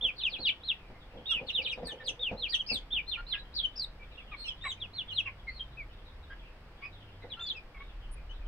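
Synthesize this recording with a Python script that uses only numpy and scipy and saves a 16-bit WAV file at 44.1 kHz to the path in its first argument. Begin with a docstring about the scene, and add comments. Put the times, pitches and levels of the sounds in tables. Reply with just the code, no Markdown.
"""Half-grown chicks forage in a small wire-mesh coop with a dirt floor, close to a stereo microphone.
From the start, over a faint low rumble outside, they peep in overlapping runs: near-pure whistles that
arch up and slide down. Their feet scuff the ground and bump a hollow plastic feed bottle, mostly in the
first three seconds; birds further off call faintly, and soft low cheeps fall between the peeps.
Past halfway a far drone comes and goes and the peeps thin out; near the end comes one thin, high tsip."""
import sys
import numpy as np
from scipy import signal
from scipy.fft import rfft, irfft, next_fast_len
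from scipy.io import wavfile

SR = 44100
rng = np.random.default_rng(int(sys.argv[2]) if len(sys.argv) > 2 else 0)


def log_audio(samples):
    """Write samples as a 16-bit WAV file to the path given in sys.argv[1]."""
    # one column per channel
    frames = np.atleast_2d(samples).T
    # limit to full scale, then quantise
    limited = np.clip(frames, -1, 1)
    pcm = np.round(limited * 32767).astype(np.int16)
    wavfile.write(sys.argv[1], SR, pcm)


N = 373527
TIME = np.arange(N) / SR


def from_db(db):
    """Decibels to gain."""
    return 10 ** (np.asarray(db) / 20)


def gain_at(points, hz):
    """Gain of a spectrum given as rows of frequency_hz, gain_db."""
    at, db = np.transpose(points)
    return from_db(np.interp(np.log(hz), np.log(at), db))


def add(out, start_s, sound):
    """Mix a sound in at its start time."""
    i = max(int(start_s * SR), 0)
    out[..., i:i + sound.shape[-1]] += sound[..., :N - i]


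def drift(rate_hz, size):
    """Smooth random wavering of spread about 1."""
    knots = signal.resample_poly(rng.standard_normal(400), 4, 1)
    position = np.arange(size) * rate_hz * 4 / SR % len(knots)
    return np.interp(position, np.arange(len(knots)), knots)


def gate(t, length_s, edge_s):
    """Rounded onset and release."""
    return np.sin(np.pi / 2 * np.clip(np.minimum(t, length_s - t) / edge_s, 0, 1)) ** 2


def resonance(hz, centre_hz, width_hz):
    """Gain of one resonant peak."""
    return 1 / (1 + ((hz - centre_hz) / width_hz) ** 2)


def diffuse(shape, size):
    """Noise with the gains shape(hz); at the microphone nearly mono in the bass, wide in the treble."""
    # stereo width: frequency_hz, side_minus_mid_db
    width = [(60, -30), (160, -18), (400, -16.5), (1070, -8), (1730, -3), (2800, 1.5), (4500, 3),
             (12000, -3)]
    padded = next_fast_len(size)
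    hz = np.maximum(np.fft.rfftfreq(padded, 1 / SR), 1)
    mid, side = rfft(rng.standard_normal((2, padded))) * shape(hz)
    side = side * gain_at(width, hz)
    left, right = irfft(np.array([mid + side, mid - side]), padded)[:, :size]
    return np.array([left, right]) / np.sqrt(np.mean((left + right) ** 2) / 4)


def reflections(t60_s):
    """Stereo burst of echoes that dies away, of unit energy."""
    t = np.arange(int(t60_s * SR)) / SR
    tail = diffuse(np.ones_like, len(t)) * from_db(-60 * t / t60_s)
    return tail / np.sqrt(np.mean(tail ** 2) * len(t))


def outdoors(hush_db=-55.0):
    """Beyond the mesh: an even hush and a low rumble that slowly rises and falls."""
    # colour of the open air: frequency_hz, gain_db
    air = [(30, 3.5), (60, 4.5), (140, -1), (230, -6), (400, -8.5), (800, -10), (1600, -14), (2700, -19.5),
           (4000, -27), (5000, -29), (6400, -40.5), (8500, -40.5), (10500, -44), (15000, -43.5)]
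    # colour of the rumble: frequency_hz, gain_db
    rumble_colour = [(15, -16), (28, -5), (37, 0), (48, -9), (65, -16), (110, -30), (400, -110)]
    # course of the rumble: time_s, level_db
    rumble_level = [(0.05, -55), (1.6, -59), (3.22, -47.5), (5.25, -55), (5.89, -49), (7.44, -57.5),
                    (8.05, -42.5), (8.47, -41)]
    hush = from_db(hush_db) * diffuse(lambda hz: gain_at(air, hz), N)
    swell = from_db(np.interp(TIME, *np.transpose(rumble_level)))
    return hush + swell * diffuse(lambda hz: gain_at(rumble_colour, hz), N)


def peep_pitch(share, rise, crest_hz, end_hz, scoop=0.13):
    """Pitch along a peep (share 0-1): a scoop up to the crest, then a rounded slide down."""
    rise = np.clip(rise, 1e-6, .8)
    to_go = np.clip(1 - share / rise, 0, 1)
    hang = .79 + 3.0 * rise ** 2   # the later the crest, the longer the pitch hangs there
    fallen = np.clip((share - rise) / (1 - rise), 0, 1) ** hang
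    arc = .8 * np.pi   # the slide follows most of half a cosine
    drop = (1 - np.cos(arc * fallen)) / (1 - np.cos(arc))
    return crest_hz * (1 - scoop * to_go ** 2) - (crest_hz - end_hz) * drop


def peep_envelope(share, loudest, swell_db=14.5, fade_db=11):
    """Level in dB along a peep: a swell up to its peak, then a fade."""
    loudest = np.clip(loudest, .1, .9)
    to_go = np.clip(1 - share / loudest, 0, 1)
    faded = np.clip((share - loudest) / (1 - loudest), 0, 1)
    return -swell_db * to_go ** 2 - fade_db * faded


def ground_bounce(pitch, bounce_db=-7.5, typical_delay_s=0.001803):
    """Gain of a gliding tone as its bounce off the ground adds to it or partly cancels it."""
    delay_s = typical_delay_s * rng.uniform(.6, 1.4)
    bounce = from_db(bounce_db)
    return np.abs(1 + bounce * np.exp(2j * np.pi * pitch * delay_s)) / np.sqrt(1 + bounce ** 2)


def peeps(waver=0.01, flutter_db=1.5, third_db=-15, rasp_db=-31, strain_db=13, blur_db=13,
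          scatter_db=1.0, lag_spread_s=26e-6):
    """Close by, the syrinx whistles one gliding tone; it reaches left and right slightly apart in time."""
    # peeps of the near birds: start_s, length_s, rise_share, crest_hz, end_hz, loudest_share,
    # relative_level_db, overtones_db, facing_away (0-1)
    calls = [(0.01, 0.099, 0.17, 3580, 2300, 0.44, -28, -40, 0.13),
             (0.158, 0.076, 0.16, 4550, 2320, 0.45, -40, -39, 0.8),
             (0.191, 0.102, 0.1, 4290, 2347, 0.89, -31.5, -41, 0.06),
             (0.294, 0.081, 0.026, 4760, 2350, 0.56, -37.5, -40.5, 0.47),
             (0.384, 0.118, 0.22, 4390, 2235, 0.87, -29, -46.5, 0.22),
             (0.455, 0.062, 0.073, 4870, 2480, 0.72, -33.5, -42, 0.25),
             (0.634, 0.098, 0.27, 4260, 2380, 0.83, -31, -46.5, 0.09),
             (1.256, 0.14, 0.14, 3743, 2336, 0.52, -32.5, -39, 0.62),
             (1.289, 0.051, 0.05, 2824, 2750, 0.42, -38.5, -25.5, 0.07),
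             (1.463, 0.045, 0.087, 4330, 2560, 0.97, -36, -30, 1),
             (1.524, 0.1, 0.039, 3980, 2337, 0.4, -31.5, -42.5, 0.23),
             (1.613, 0.07, 0.1, 4790, 2270, 1, -37, -43, 0.8),
             (1.658, 0.048, 0.41, 3880, 3640, 0.48, -38.5, -26.5, 0.9),
             (1.689, 0.054, 0.16, 3350, 2290, 1, -38.5, -27.5, 0.32),
             (1.844, 0.087, 0.028, 4810, 2850, 0.28, -39, -20, 0.45),
             (2.04, 0.063, 0.14, 4790, 2480, 0.77, -34.5, -15.5, 0.46),
             (2.192, 0.12, 0.12, 3776, 2280, 0.64, -35, -46.5, 0.13),
             (2.369, 0.11, 0.2, 4250, 2293, 0.75, -35.0, -43, 0.18),
             (2.482, 0.079, 0.25, 4755, 2620, 1, -31, -24, 0.53),
             (2.587, 0.041, 0.21, 3306, 2830, 0.59, -35.5, -31, 0.06),
             (2.662, 0.12, 0.22, 5147, 3080, 0.57, -30.5, -20.5, 0.4),
             (2.688, 0.046, 0.13, 2767, 2220, 0.31, -39.5, -30, 0.62),
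             (2.905, 0.1, 0.23, 3590, 2230, 0.79, -32.0, -52, 0.24),
             (3.066, 0.1, 0.21, 4193, 2325, 0.61, -34.5, -41, 0.35),
             (3.265, 0.1, 0.25, 4335, 2290, 0.65, -33.5, -49, 0.44),
             (3.372, 0.041, 0.32, 3915, 3930, 0.63, -43, -43, 0.78),
             (3.538, 0.077, 0.13, 4740, 3095, 0.61, -31.5, -45, 1),
             (3.626, 0.035, 0.088, 3296, 2940, 0.8, -31.5, -37, 0.27),
             (3.757, 0.093, 0.13, 5220, 3760, 0.89, -29, -36, 0.07),
             (3.994, 0.051, 0.04, 2330, 2330, 0.72, -49, -47, 0.35),
             (4.17, 0.047, 0.29, 2790, 2230, 0.32, -48.5, -41, 1),
             (4.362, 0.13, 0.096, 4280, 4090, 0.38, -44, -36.5, 0.9),
             (4.438, 0.051, 0, 3060, 2536, 0.93, -46.5, -15, 1),
             (4.477, 0.0443, 0.0077, 3380, 2910, 0.2, -40, -22.5, 0.9),
             (4.61, 0.12, 0.54, 3960, 2855, 0.85, -36.5, -14, 0.22),
             (4.8, 0.064, 0.0038, 3850, 2500, 0.45, -40, -42, 0.11),
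             (4.931, 0.092, 0.21, 4360, 2720, 0.72, -36, -42, 0.13),
             (5.077, 0.051, 0.17, 3430, 2760, 0.84, -40.5, -35, 0.93),
             (5.128, 0.087, 0.19, 4280, 2513, 0.8, -31, -34.5, 0.14),
             (5.247, 0.043, 0.059, 2820, 2197, 0.29, -39.5, -40, 1),
             (5.469, 0.044, 0.017, 2182, 2012, 0.55, -37.5, -30, 0.1),
             (5.472, 0.14, 0.39, 4440, 3540, 0.75, -47.5, -43, 0.6),
             (5.594, 0.029, 0.066, 3250, 3090, 0.62, -41, -45, 0.3),
             (5.769, 0.065, 0.15, 2550, 2120, 0.69, -42.5, -44, 0.16),
             (6.81, 0.079, 0.586, 2514, 2120, 0.42, -46.5, -24, 0.4),
             (7.29, 0.054, 0.019, 4240, 2866, 0.78, -42.5, -42, 0.67),
             (7.392, 0.14, 0.14, 3604, 3320, 0.26, -40.5, -9.5, 0),
             (7.461, 0.064, 0.03, 4620, 3080, 0.56, -32, -50, 0.36),
             (7.546, 0.04, 0.023, 2710, 2370, 0.65, -42, -26.5, 1),
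             (8.292, 0.035, 0.08, 2970, 3060, 0.67, -49, -31, 0.77)]
    # the throat's passband, where a falling peep leaps in level: pitch_hz, gain_db
    throat = [(2000, 0), (3650, 0), (3850, -8), (5200, -9)]
    # colour of the overtones: frequency_hz, gain_db
    colour = [(4500, 9.5), (6300, 1), (7000, -20), (7600, -4.5), (8500, 16.5), (9200, -1.5), (10500, -25.5),
              (11800, -7.5), (12500, 22.5), (13600, -8.5)]
    direct, scattered = np.zeros((2, 2, N))
    for start_s, length_s, rise, crest_hz, end_hz, loudest, db, overtones_db, away in calls:
        size, away = int(length_s * SR), np.clip(away, 0, .9)
        t = np.arange(1, size + 1) / SR
        pitch = peep_pitch(t / length_s, rise, crest_hz, end_hz) * (1 + waver * drift(262.8, size))
        level = from_db(db + peep_envelope(t / length_s, loudest) + flutter_db * drift(173.0, size))
        level *= np.sqrt(2) * gain_at(throat, pitch) * gate(t, length_s, edge_s=0.0025)
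        lag_s = lag_spread_s * rng.standard_normal() * np.array([[.5], [-.5]])
        phase = 2 * np.pi * (np.cumsum(pitch) / SR + pitch * lag_s)
        second = gain_at(colour, 2 * pitch) * np.sin(2 * phase)
        third = gain_at(colour, 3 * pitch) * from_db(third_db) * np.sin(3 * phase)
        # overtones are strongest at the hardest-blown part of the call
        effort = (level / level.max()) ** .8
        overtones = from_db(overtones_db) * effort * (second + third) * (1 + .5 * drift(640, size))
        # turbulence spreads noise around the tone, most on strained high notes and birds facing away
        strain = np.clip((pitch - 3800) / 1000, 0, 1)
        turbulence = drift(1500, size) * np.cos(phase) + drift(1300, size) * np.sin(phase)
        rasp = from_db(rasp_db + strain_db * strain + blur_db * away) * turbulence
        call = level * ground_bounce(pitch) * (np.sin(phase) + rasp)
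        # a bird facing away from the microphone is heard mostly by way of the ground and panels
        add(direct, start_s, np.sqrt(1 - away) * call)
        # overtones beam from the beak, so they arrive only as scattered patches
        indirect = np.sqrt(away) * call + level * overtones
        add(scattered, start_s, signal.fftconvolve(indirect, reflections(t60_s=.095), axes=1))
    return direct + from_db(scatter_db) * scattered


def coop(sound, room_db=-17.5):
    """Frame, roof and panels return a short, faint tail."""
    return sound + from_db(room_db) * signal.fftconvolve(sound, reflections(t60_s=0.23), axes=1)[:, :N]


def scuffs(rise_s=0.0083, fade_s=0.027):
    """Each scuff of a foot is a dull push on the dirt that also sets the hollow bottle ringing."""
    # feet on dirt and bottle: start_s, length_s, level_db, relative_ring_db
    steps = [(0.02, 0.072, -49.5, -5.5), (0.316, .018, -57, 0), (0.384, 0.048, -47.5, -8),
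             (0.891, 0.061, -51.5, -17), (1.134, 0.16, -51.5, -0.5), (1.34, 0.07, -54.5, -9.5),
             (1.394, 0.081, -48.5, 0.5), (1.582, 0.071, -53.5, -1), (1.77, 0.037, -43.5, 2),
             (1.822, 0.05, -44, -5), (1.916, 0.037, -51.5, 5.5), (2.081, 0.08, -55, -8),
             (2.308, 0.054, -39, -5.5), (2.709, .034, -41.5, -6.5), (2.929, 0.04, -51, -10),
             (7.236, 0.0094, -47.5, 1)]
    # dull thud of the dirt floor: frequency_hz, gain_db
    thud = [(50, 2.5), (120, 0), (250, 3), (450, -6.5), (800, -3.5), (1150, -19), (2000, -24.5),
            (5000, -37.5), (12000, -73)]
    # hollow modes of the feed bottle: centre_hz, width_hz, gain_db
    modes = [(504, 40.6, 10), (822, 120, -7)]
    push, ring = np.zeros(N), bottle_rub()
    t = np.arange(SR // 4) / SR
    for start_s, length_s, db, ring_db in steps:
        decay = np.exp(-np.maximum(t - length_s / 2, 0) / fade_s)
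        stroke = from_db(db) * np.minimum(t / rise_s, 1) * decay
        add(push, start_s, stroke)
        add(ring, start_s, stroke * from_db(ring_db))
    dirt = diffuse(lambda hz: gain_at(thud, hz), N)
    bottle = diffuse(lambda hz: sum(from_db(db) * resonance(hz, at, width) for at, width, db in modes), N)
    return push * dirt + ring * bottle


def bottle_rub(resting_db=-73, uneven_db=3):
    """Gain of the bottle's ring: faint all along, unevenly louder while it shifts on the ground."""
    # the bottle is jostled: start_s, length_s, level_db
    jostle = (1.47, 1.14, -58.5)
    start_s, length_s, db = jostle
    shifting = from_db(db + uneven_db * drift(28, N)) * gate(TIME - start_s, length_s, edge_s=0.27)
    return from_db(resting_db) + shifting


def far_peeps(count=120, level_db=-58, length_s=0.041, base_hz=3650, fall=0.17):
    """Birds further off give faint falling notes at random, blurred by echoes."""
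    out = np.zeros((1, N))
    t = np.arange(int(length_s * SR)) / SR
    for when, high, faint in rng.random((count, 3)):
        pitch = base_hz * (0.63 + 0.52 * high) * (1 - fall * t / length_s)
        tone = np.sin(2 * np.pi * np.cumsum(pitch) / SR)
        level = gate(t, length_s, edge_s=0.016) * (0.79 + 0.83 * drift(700, len(t)))
        add(out, when * TIME[-1], from_db(level_db - 3.4 * faint) * level * tone)
    return signal.fftconvolve(out, reflections(t60_s=0.3), axes=1)[:, :N]


def cheeps(waver=0.014, hoarse_db=-9, echo_db=-6):
    """Low contact notes: a short, hoarse slide of three harmonics, given close to the ground."""
    # soft cheeps: start_s, length_s, start_hz, end_hz, level_db
    notes = [(1.308, 0.038, 1410, 1240, -46), (1.874, 0.053, 1810, 1760, -51),
             (1.995, 0.044, 1805, 1760, -49), (2.523, 0.031, 1880, 1880, -49),
             (3.169, 0.045, 1384, 1389, -43), (3.329, 0.026, 2130, 2010, -49),
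             (3.333, 0.059, 1653, 1640, -44.5), (4.312, 0.048, 1276, 1076, -45.5),
             (4.635, 0.027, 1940, 1710, -41), (4.646, 0.04, 1210, 1003, -39),
             (5.255, 0.049, 1177, 1005, -51), (6.296, 0.051, 1592, 1673, -48),
             (6.817, 0.054, 1096, 1187, -50.5), (7.217, 0.036, 2084, 1965, -52),
             (7.364, 0.067, 1382, 1352, -49), (7.74, 0.05, 1153, 1060, -55),
             (7.799, 0.033, 1105, 1134, -50.5)]
    # the throat shapes the harmonics: frequency_hz, gain_db
    throat = [(1050, -2.5), (1400, 1), (1900, 2.5), (2300, 4), (2800, -8), (3400, -18), (4200, -17),
              (5500, -35)]
    out = np.zeros((2, N))
    for start_s, length_s, start_hz, end_hz, db in notes:
        size = int(length_s * SR)
        pitch = np.linspace(start_hz, end_hz, size) * (1 + waver * drift(253, size))
        phase = 2 * np.pi * np.cumsum(pitch) / SR
        tone = from_db(db) * sum(gain_at(throat, k * pitch) * np.sin(k * phase) for k in range(1, 4))
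        # an uneven airflow shakes the note and spreads a rasp around its harmonics
        airflow = 1 + from_db(hoarse_db) * drift(1300, size)
        note = tone * airflow * gate(np.arange(size) / SR, length_s, edge_s=0.0097)
        echo = signal.fftconvolve(note[None], reflections(t60_s=0.16), axes=1)
        add(out, start_s, note)
        add(out, start_s, from_db(echo_db) * echo)
    return out


def drone(waver=0.028, waver_db=2):
    """Far from the coop, low wavering tones fade in and out."""
    # swells of the drone: start_s, length_s, pitch_hz, level_db
    swells = [(4.503, .55, 94.7, -53), (4.999, 0.51, 98, -54), (5.301, 0.48, 55.5, -46),
              (5.45, 0.46, 124.3, -54), (5.996, 0.43, 74.7, -50.5), (6.801, 0.62, 99.1, -53)]
    out = np.zeros(N)
    for start_s, length_s, pitch_hz, db in swells:
        t = np.arange(int(length_s * SR)) / SR
        phase = 2 * np.pi * np.cumsum(pitch_hz * (1 + waver * drift(13, len(t)))) / SR
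        level = from_db(db + waver_db * drift(7, len(t))) * gate(t, length_s, edge_s=0.17)
        add(out, start_s, level * np.sin(phase))
    return out


def tsip():
    """A brief, narrow hiss high in the treble."""
    # one thin tsip: start_s, length_s, centre_hz, width_hz, level_db
    note = (8.108, .048, 9600, 1300, -60)
    start_s, length_s, centre_hz, width_hz, db = note
    out, t = np.zeros((2, N)), np.arange(int(length_s * SR)) / SR
    hiss = diffuse(lambda hz: resonance(hz, centre_hz, width_hz) ** 3, len(t))
    add(out, start_s, from_db(db) * gate(t, length_s, edge_s=0.016) * hiss)
    return out


def scene(peep_gain_db=3.28):
    """The flock in the coop up close, the outdoors behind it."""
    flock = from_db(peep_gain_db) * peeps() + cheeps() + far_peeps() + tsip()
    return coop(flock) + scuffs() + outdoors() + drone()


def record(dry, cutoff_hz=15700):
    """The microphone signal is cut steeply at the top of the treble."""
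    return signal.sosfilt(signal.ellip(10, .1, 80, cutoff_hz, fs=SR, output="sos"), dry)


dry = scene()
out = record(dry)
log_audio(out)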